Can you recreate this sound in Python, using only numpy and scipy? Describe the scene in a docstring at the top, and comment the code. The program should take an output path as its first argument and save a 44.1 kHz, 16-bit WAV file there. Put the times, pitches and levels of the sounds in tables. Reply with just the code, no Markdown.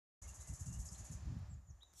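"""On a country railway platform, light wind buffets the microphone over a faint distant rush.
From the start a cricket in the grass scrapes its wings together, fifteen strokes, while other
insects shrill further off and small birds whistle from the trees. The cricket pauses; a few faint
ticks sound close by, the birds call again, and at the very end one insect's buzz swells up."""
import sys
import numpy as np
from scipy import signal
from scipy.fft import rfft, irfft
from scipy.io import wavfile

SR = 44100
rng = np.random.default_rng(int(sys.argv[2]) if len(sys.argv) > 2 else 0)


def put_to_file(sound):
    """Save the sound as 16-bit audio at rate SR, in the file named by the first command-line argument."""
    columns = np.atleast_2d(sound).T  # one column per channel
    safe = np.clip(columns, -1, 1)
    whole_steps = np.round(safe * 32767)
    wavfile.write(sys.argv[1], SR, whole_steps.astype(np.int16))


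N = 88200
TIME = np.arange(N) / SR


def from_db(db):
    """Decibels to gain."""
    return 10 ** (np.asarray(db) / 20)


def rms_one(x):
    """Scale to unit rms."""
    return x / np.sqrt(np.mean(x ** 2) + 1e-20)


def gains(rows):
    """One gain curve for each dB column of a table whose rows begin with a time in seconds."""
    times, *columns = np.transpose(rows)
    return [from_db(np.interp(TIME, times, db)) for db in columns]


def colour(x, spectrum):
    """Equalise a sound by rows of frequency in Hz and gain in dB."""
    hz, db = np.transpose(spectrum)
    bin_hz = np.arange(N // 2 + 1) * SR / N
    return irfft(rfft(x) * from_db(np.interp(np.log(bin_hz + 1), np.log(hz), db)), N)


def noise(spectrum):
    """Noise of unit rms with the given spectrum."""
    return rms_one(colour(rng.standard_normal(N), spectrum))


def widen(mid, side):
    """Left and right from a middle and a side signal; only the treble is wide."""
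    # Stereo width. Each row: frequency in Hz, side against middle in dB.
    width = [(500, -45), (2600, -38), (4000, -21), (6000, -10), (9000, -7), (14000, -6)]
    return mid + colour(side, width) * np.array([[1], [-1]])


def diffuse(spectrum):
    """Noise that reaches the microphone from all around."""
    return widen(noise(spectrum), noise(spectrum))


def scatter(x, t60):
    """A dying tail from many small reflections, 60 dB down after t60 seconds."""
    tail = rng.standard_normal(N) * from_db(-60 * TIME / t60) * (TIME > .004)
    return signal.fftconvolve(x, tail / np.sqrt(np.sum(tail ** 2)))[:N]


def resonate(x, hz, width_hz):
    """A resonance that passes white noise at unit power."""
    r = np.exp(-np.pi * width_hz / SR)
    feedback = [1, -2 * r * np.cos(2 * np.pi * hz / SR), r * r]
    return signal.lfilter(np.sqrt((1 - r * r) / 2) * np.array([1, 0, -1]), feedback, x)


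def linger(energy, time_s):
    """Spread energy over an exponential decay."""
    r = np.exp(-1 / (time_s * SR))
    return signal.lfilter([1 - r], [1, -r], energy + 1e-24)


def air():
    """A distant rush, the hiss of leaves and the microphone's own even hiss."""
    # Background levels. Each row: time in seconds, rush in dB, leaves in dB.
    levels = [(0.22, -69, -75.5), (0.9, -70, -78.5), (1.0, -68, -72), (1.3, -69, -73), (1.46, -69.5, -76.5),
              (1.55, -76.5, -82), (1.66, -81, -95), (1.9, -79, -92), (2.0, -80.5, -80)]
    # Spectra of the rush and the leaves. Each row: frequency in Hz, relative level in dB.
    rush_spectrum = [(100, -8), (300, -0.5), (460, -4), (630, 2.5), (900, -0.5), (1200, -0.5), (1500, -6),
                     (1780, -2.5), (2200, -13), (3000, -24.5), (5000, -22.5), (12000, -56)]
    leaf_spectrum = [(1500, -14), (2400, -0.5), (3500, -4.5), (5400, -1), (7000, -6), (8700, -14),
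                     (11500, -19.5), (14000, -21.5)]
    rush, leaves = gains(levels)
    outdoors = rush * noise(rush_spectrum) + leaves * diffuse(leaf_spectrum)
    return outdoors + from_db(-88) * widen(*rng.standard_normal((2, N)))


def ticks():
    """Faint dry ticks close to the microphone, dying within milliseconds."""
    # The ticks. Each row: start in seconds, level in dB.
    onsets = [(1.387, -70), (1.394, -70), (1.832, -63), (1.931, -72), (1.936, -63)]
    # Their spectrum. Each row: frequency in Hz, relative level in dB.
    spectrum = [(200, 0), (900, 2), (1700, 0), (2400, -10), (4000, -5), (7000, -3), (14000, -11)]
    decay_s = .0028
    envelope = sum(from_db(db) * (TIME >= s) * np.exp(-np.abs(TIME - s) / decay_s) for s, db in onsets)
    return diffuse(spectrum) * envelope


def eddies(spectrum, evenness):
    """Low turbulent noise whose own swells are evened out, so that the gusts shape it."""
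    turbulence = noise(spectrum)
    envelope = np.abs(signal.hilbert(turbulence))
    return rms_one(turbulence / (envelope + 0.26) ** evenness)


def buffets():
    """A single eddy gives a short push, which the microphone's bass cut turns into a thud."""
    # Eddies striking the microphone. Each row: time in seconds, peak in dB, duration in seconds.
    pushes = [(0.495, -40, .003), (0.524, -38, .004), (0.613, -35.5, .006), (0.677, -40, .003),
              (0.791, -39, .004), (0.92, -44, .004), (1.103, -42, .003), (1.149, -41, .006),
              (1.317, -39, .003), (1.366, -38, .0035), (1.519, -43, .005), (1.702, -44, .004)]
    out = np.zeros(N)
    for s, db, duration in pushes:
        push = np.exp(-np.minimum((2 * (TIME - s) / duration) ** 2, 50))
        thud = resonate(push, hz=75, width_hz=55)
        out -= from_db(db) * thud / np.abs(thud).max()
    return out


def wind():
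    """Gusts shake the microphone with a rumble, a quicker flutter and single buffets."""
    # The gusts. Each row: time in seconds, relative levels of rumble and flutter in dB.
    gusts = [(0.22, -52.5, -72.5), (0.318, -50.5, -66), (0.352, -67.5, -80), (0.398, -48, -70.5),
             (0.472, -72, -71.5), (0.496, -40.5, -55), (0.532, -58, -48.5), (0.572, -86, -78),
             (0.616, -36, -52), (0.64, -56, -68.5), (0.67, -58, -48.5), (0.76, -50, -54),
             (0.79, -41, -55.5), (0.908, -56.5, -68.5), (0.928, -52.5, -57.5), (0.968, -56.5, -77),
             (1.008, -48.5, -53.5), (1.076, -59, -80), (1.106, -59, -49.5), (1.156, -48, -60),
             (1.2, -55, -63.5), (1.266, -39.5, -51.5), (1.32, -53.5, -45), (1.434, -46, -59.5),
             (1.458, -56.5, -73), (1.518, -45, -55.5), (1.662, -63, -77), (1.706, -52, -62.5),
             (1.766, -62, -84.5), (1.894, -72, -94), (1.944, -68.5, -74.5), (2.0, -70, -96)]
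    # Spectra of the rumble and the flutter. Each row: frequency in Hz, relative level in dB.
    rumble_spectrum = [(15, -42), (30, -17.5), (45, -2), (58, 4), (80, 2.5), (110, -7), (140, -25.5),
                       (250, -63.5), (2000, -110)]
    flutter_spectrum = [(70, -24.5), (110, 0.5), (135, 0), (180, -3.5), (240, -15.5), (330, -25.5),
                        (500, -48.5), (1000, -65), (4000, -100)]
    rumble_gain, flutter_gain = gains(gusts)
    rumble = from_db(-2) * rumble_gain * eddies(rumble_spectrum, evenness=0.48)
    flutter = from_db(1) * flutter_gain * eddies(flutter_spectrum, evenness=.6)
    bass_cut = signal.butter(5, 38, "high", fs=SR, output="sos")
    return signal.sosfilt(bass_cut, rumble + flutter + buffets())


def birds():
    """Each call is a whistle gliding along an arc, blurred by leaves, with a tail from the trees."""
    # The calls. Each row: start and length in seconds, first, middle and last pitch in Hz, level in dB.
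    calls = [(0.223, 0.055, 2230, 2186, 2110, -73.5), (0.276, 0.031, 2900, 2824, 2870, -70.5),
             (0.38, 0.18, 2060, 2050, 2010, -78), (0.399, 0.021, 2920, 4010, 3500, -73),
             (0.483, 0.012, 2990, 2690, 2500, -72.5), (0.643, 0.11, 2790, 2770, 2780, -79.5),
             (0.723, 0.054, 2800, 2860, 2980, -73), (0.8883, 0.0028, 5550, 5150, 4900, -50.5),
             (0.944, 0.0073, 2000, 3380, 4000, -68), (0.948, 0.021, 3980, 4154, 4060, -68.5),
             (1.486, 0.068, 7730, 7530, 7370, -70.5), (1.535, 0.016, 7300, 6870, 6550, -72),
             (1.663, 0.059, 7350, 6730, 6840, -72), (1.697, 0.017, 6700, 5980, 5350, -68.5),
             (1.804, 0.022, 2700, 3604, 3580, -71.5), (1.815, 0.028, 3600, 3850, 3470, -61)]
    whistles = np.zeros(N)
    waver = 1 + .016 * noise([(20, 3), (200, -3), (600, -30), (2000, -80)])
    for start, length, first, middle, last, db in calls:
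        progress = np.clip((TIME - start) / length, 0, 1)
        arc = np.polyfit([0, .5, 1], [first, middle, last], 2)
        hz = np.polyval(arc, progress) * waver
        envelope = from_db(db) * np.sqrt(2) * np.sin(np.pi * progress)
        whistles += envelope * np.sin(2 * np.pi * np.cumsum(hz) / SR)
    leaves = from_db(-7) * scatter(whistles, t60=0.078)
    trees = from_db(-10) * scatter(whistles, t60=0.39)
    return whistles + leaves + trees


def far_insects():
    """A blurred shrill from the meadow with two thin tones in it; a broader buzz swells out of it."""
    # Levels of the chorus and the swelling insect. Each row: time in seconds, level in dB.
    chorus_level = [(0.22, -67), (0.6, -71.5), (1.1, -71.5), (1.25, -74.5), (1.5, -90), (1.8, -83),
                    (1.92, -77.5), (2.0, -86)]
    swell_level = [(1.91, -95), (1.945, -75), (1.975, -63), (2.0, -57)]
    # Their spectra. 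Each row: frequency in Hz, relative level in dB.
    chorus_spectrum = [(3800, -17.5), (4600, -24.5), (5400, -15), (6000, -2.5), (6700, -1), (7150, 2.5),
                       (7500, -12), (8700, -19), (14000, -43)]
    swell_spectrum = [(2400, -23.5), (2900, -23), (3300, -6), (4300, -11), (5100, -14.5), (5600, 5),
                      (6200, -2.5), (7500, 1.5), (10000, -6.5), (14000, -13.5)]
    # The thin tones. Each row: pitch in Hz, level in dB while the cricket sings, level in dB afterwards.
    tones = [(6660, -70.5, -100.5), (7014, -79.5, -87)]
    waver_hz, fade_start_s, fade_s = 18.1, 1.07, 0.074
    out = gains(chorus_level)[0] * diffuse(chorus_spectrum)
    out += gains(swell_level)[0] * diffuse(swell_spectrum)
    for hz, early_db, late_db in tones:
        pitch = hz + waver_hz * noise([(30, 8), (300, -37.5)])
        level, = gains([(fade_start_s, early_db), (fade_start_s + fade_s, late_db)])
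        out += level * np.sqrt(2) * np.sin(2 * np.pi * np.cumsum(pitch) / SR)
    return out


def tooth_strikes(strokes, teeth=40):
    """In each stroke the scraper runs over the file, pressing harder, then slowing and letting go."""
    start_force, attack_s, hold_s, release_s = 0.77, 0.011, 0.0048, 0.024
    start_teeth_per_s, slowing_s = 850, .03
    gap_jitter, spread_db = 0.098, 1.34
    clicks = np.zeros(N)
    for start, db in strokes:
        age = 0
        for jitter, size in rng.standard_normal((teeth, 2)):
            gap = (1 + age / slowing_s) / start_teeth_per_s
            press = min(1, start_force + (1 - start_force) * age / attack_s)
            release = np.exp(-max(0, age - attack_s - hold_s) / release_s)
            strength = press * release * from_db(db + spread_db * size)
            clicks[int((start + age) * SR)] += strength * np.sqrt(gap * SR)  # power independent of rate
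            age += gap * np.exp(gap_jitter * jitter)
    return clicks


def cricket():
    """Tooth strikes, each a short scrape, ring the wing, and the grass scatters a soft tail."""
    # Wing strokes. Each row: start in seconds, relative level in dB.
    strokes = [(0.214, -56), (0.278, -56.5), (0.342, -55.5), (0.404, -55.5), (0.472, -52.5),
               (0.5356, -52.5), (0.595, -52), (0.658, -52.5), (0.7242, -53), (0.7894, -52), (0.853, -51),
               (0.9174, -52), (0.980, -55.5), (1.0464, -54.5), (1.1152, -54.5)]
    # Wing resonances. Each row: frequency and width in Hz, relative level in dB, lead in seconds.
    resonances = [(6070, 800, -9.5, -.002), (6780, 660, 0.5, 0), (7780, 800, -6, .001),
                  (9900, 2500, -15, 0.045), (10900, 1000, -9.5, .006)]
    scrape_share, scrape_s, grass_t60_s, grass_db = .6, 0.0007, .3, -8
    level_db, low_hz, top_hz = -4.5, 4840, 11710
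    stroke_times = np.sort([s for s, _ in strokes])
    clicks = tooth_strikes(strokes)
    scrape = linger(clicks ** 2, scrape_s)
    tail = from_db(grass_db) ** 2 * linger(clicks ** 2, grass_t60_s / np.log(1e6))
    # Two channels, middle and side: the clean clicks lie in the middle only.
    noise_gain = np.sqrt(np.array([[scrape_share], [1]]) * scrape + tail)
    clean_clicks = np.sqrt([[1 - scrape_share], [0]]) * clicks
    wing = np.zeros((2, N))
    for hz, width_hz, db, lead_s in resonances:
        drive = noise_gain * rng.standard_normal((2, N)) + clean_clicks
        # The balance of the resonances shifts from stroke to stroke; the upper ones speak first.
        shade_db = np.interp(TIME, stroke_times, rng.standard_normal(len(strokes)))
        ring = np.roll(resonate(drive, hz, width_hz), -int(lead_s * SR), axis=1)
        wing += from_db(db + level_db + shade_db) * ring
    wing = signal.sosfilt(signal.butter(5, low_hz, "high", fs=SR, output="sos"), wing)
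    wing = signal.sosfilt(signal.cheby1(10, 1, top_hz, fs=SR, output="sos"), wing)
    return widen(*wing)


def scene():
    """Insects, hiss and ticks spread a little in the treble; wind, rush and birds lie in the middle."""
    return cricket() + far_insects() + wind() + air() + birds() + ticks()


def record(dry):
    """The sound opens out of silence; the highest treble is cut."""
    start_s, fade_s, cutoff_hz = .216, 0.006, 14300
    opened = dry * np.clip((TIME - start_s) / fade_s, 0, 1)
    return signal.sosfilt(signal.ellip(12, .2, 80, cutoff_hz, fs=SR, output="sos"), opened)


dry = scene()
out = record(dry)
put_to_file(out)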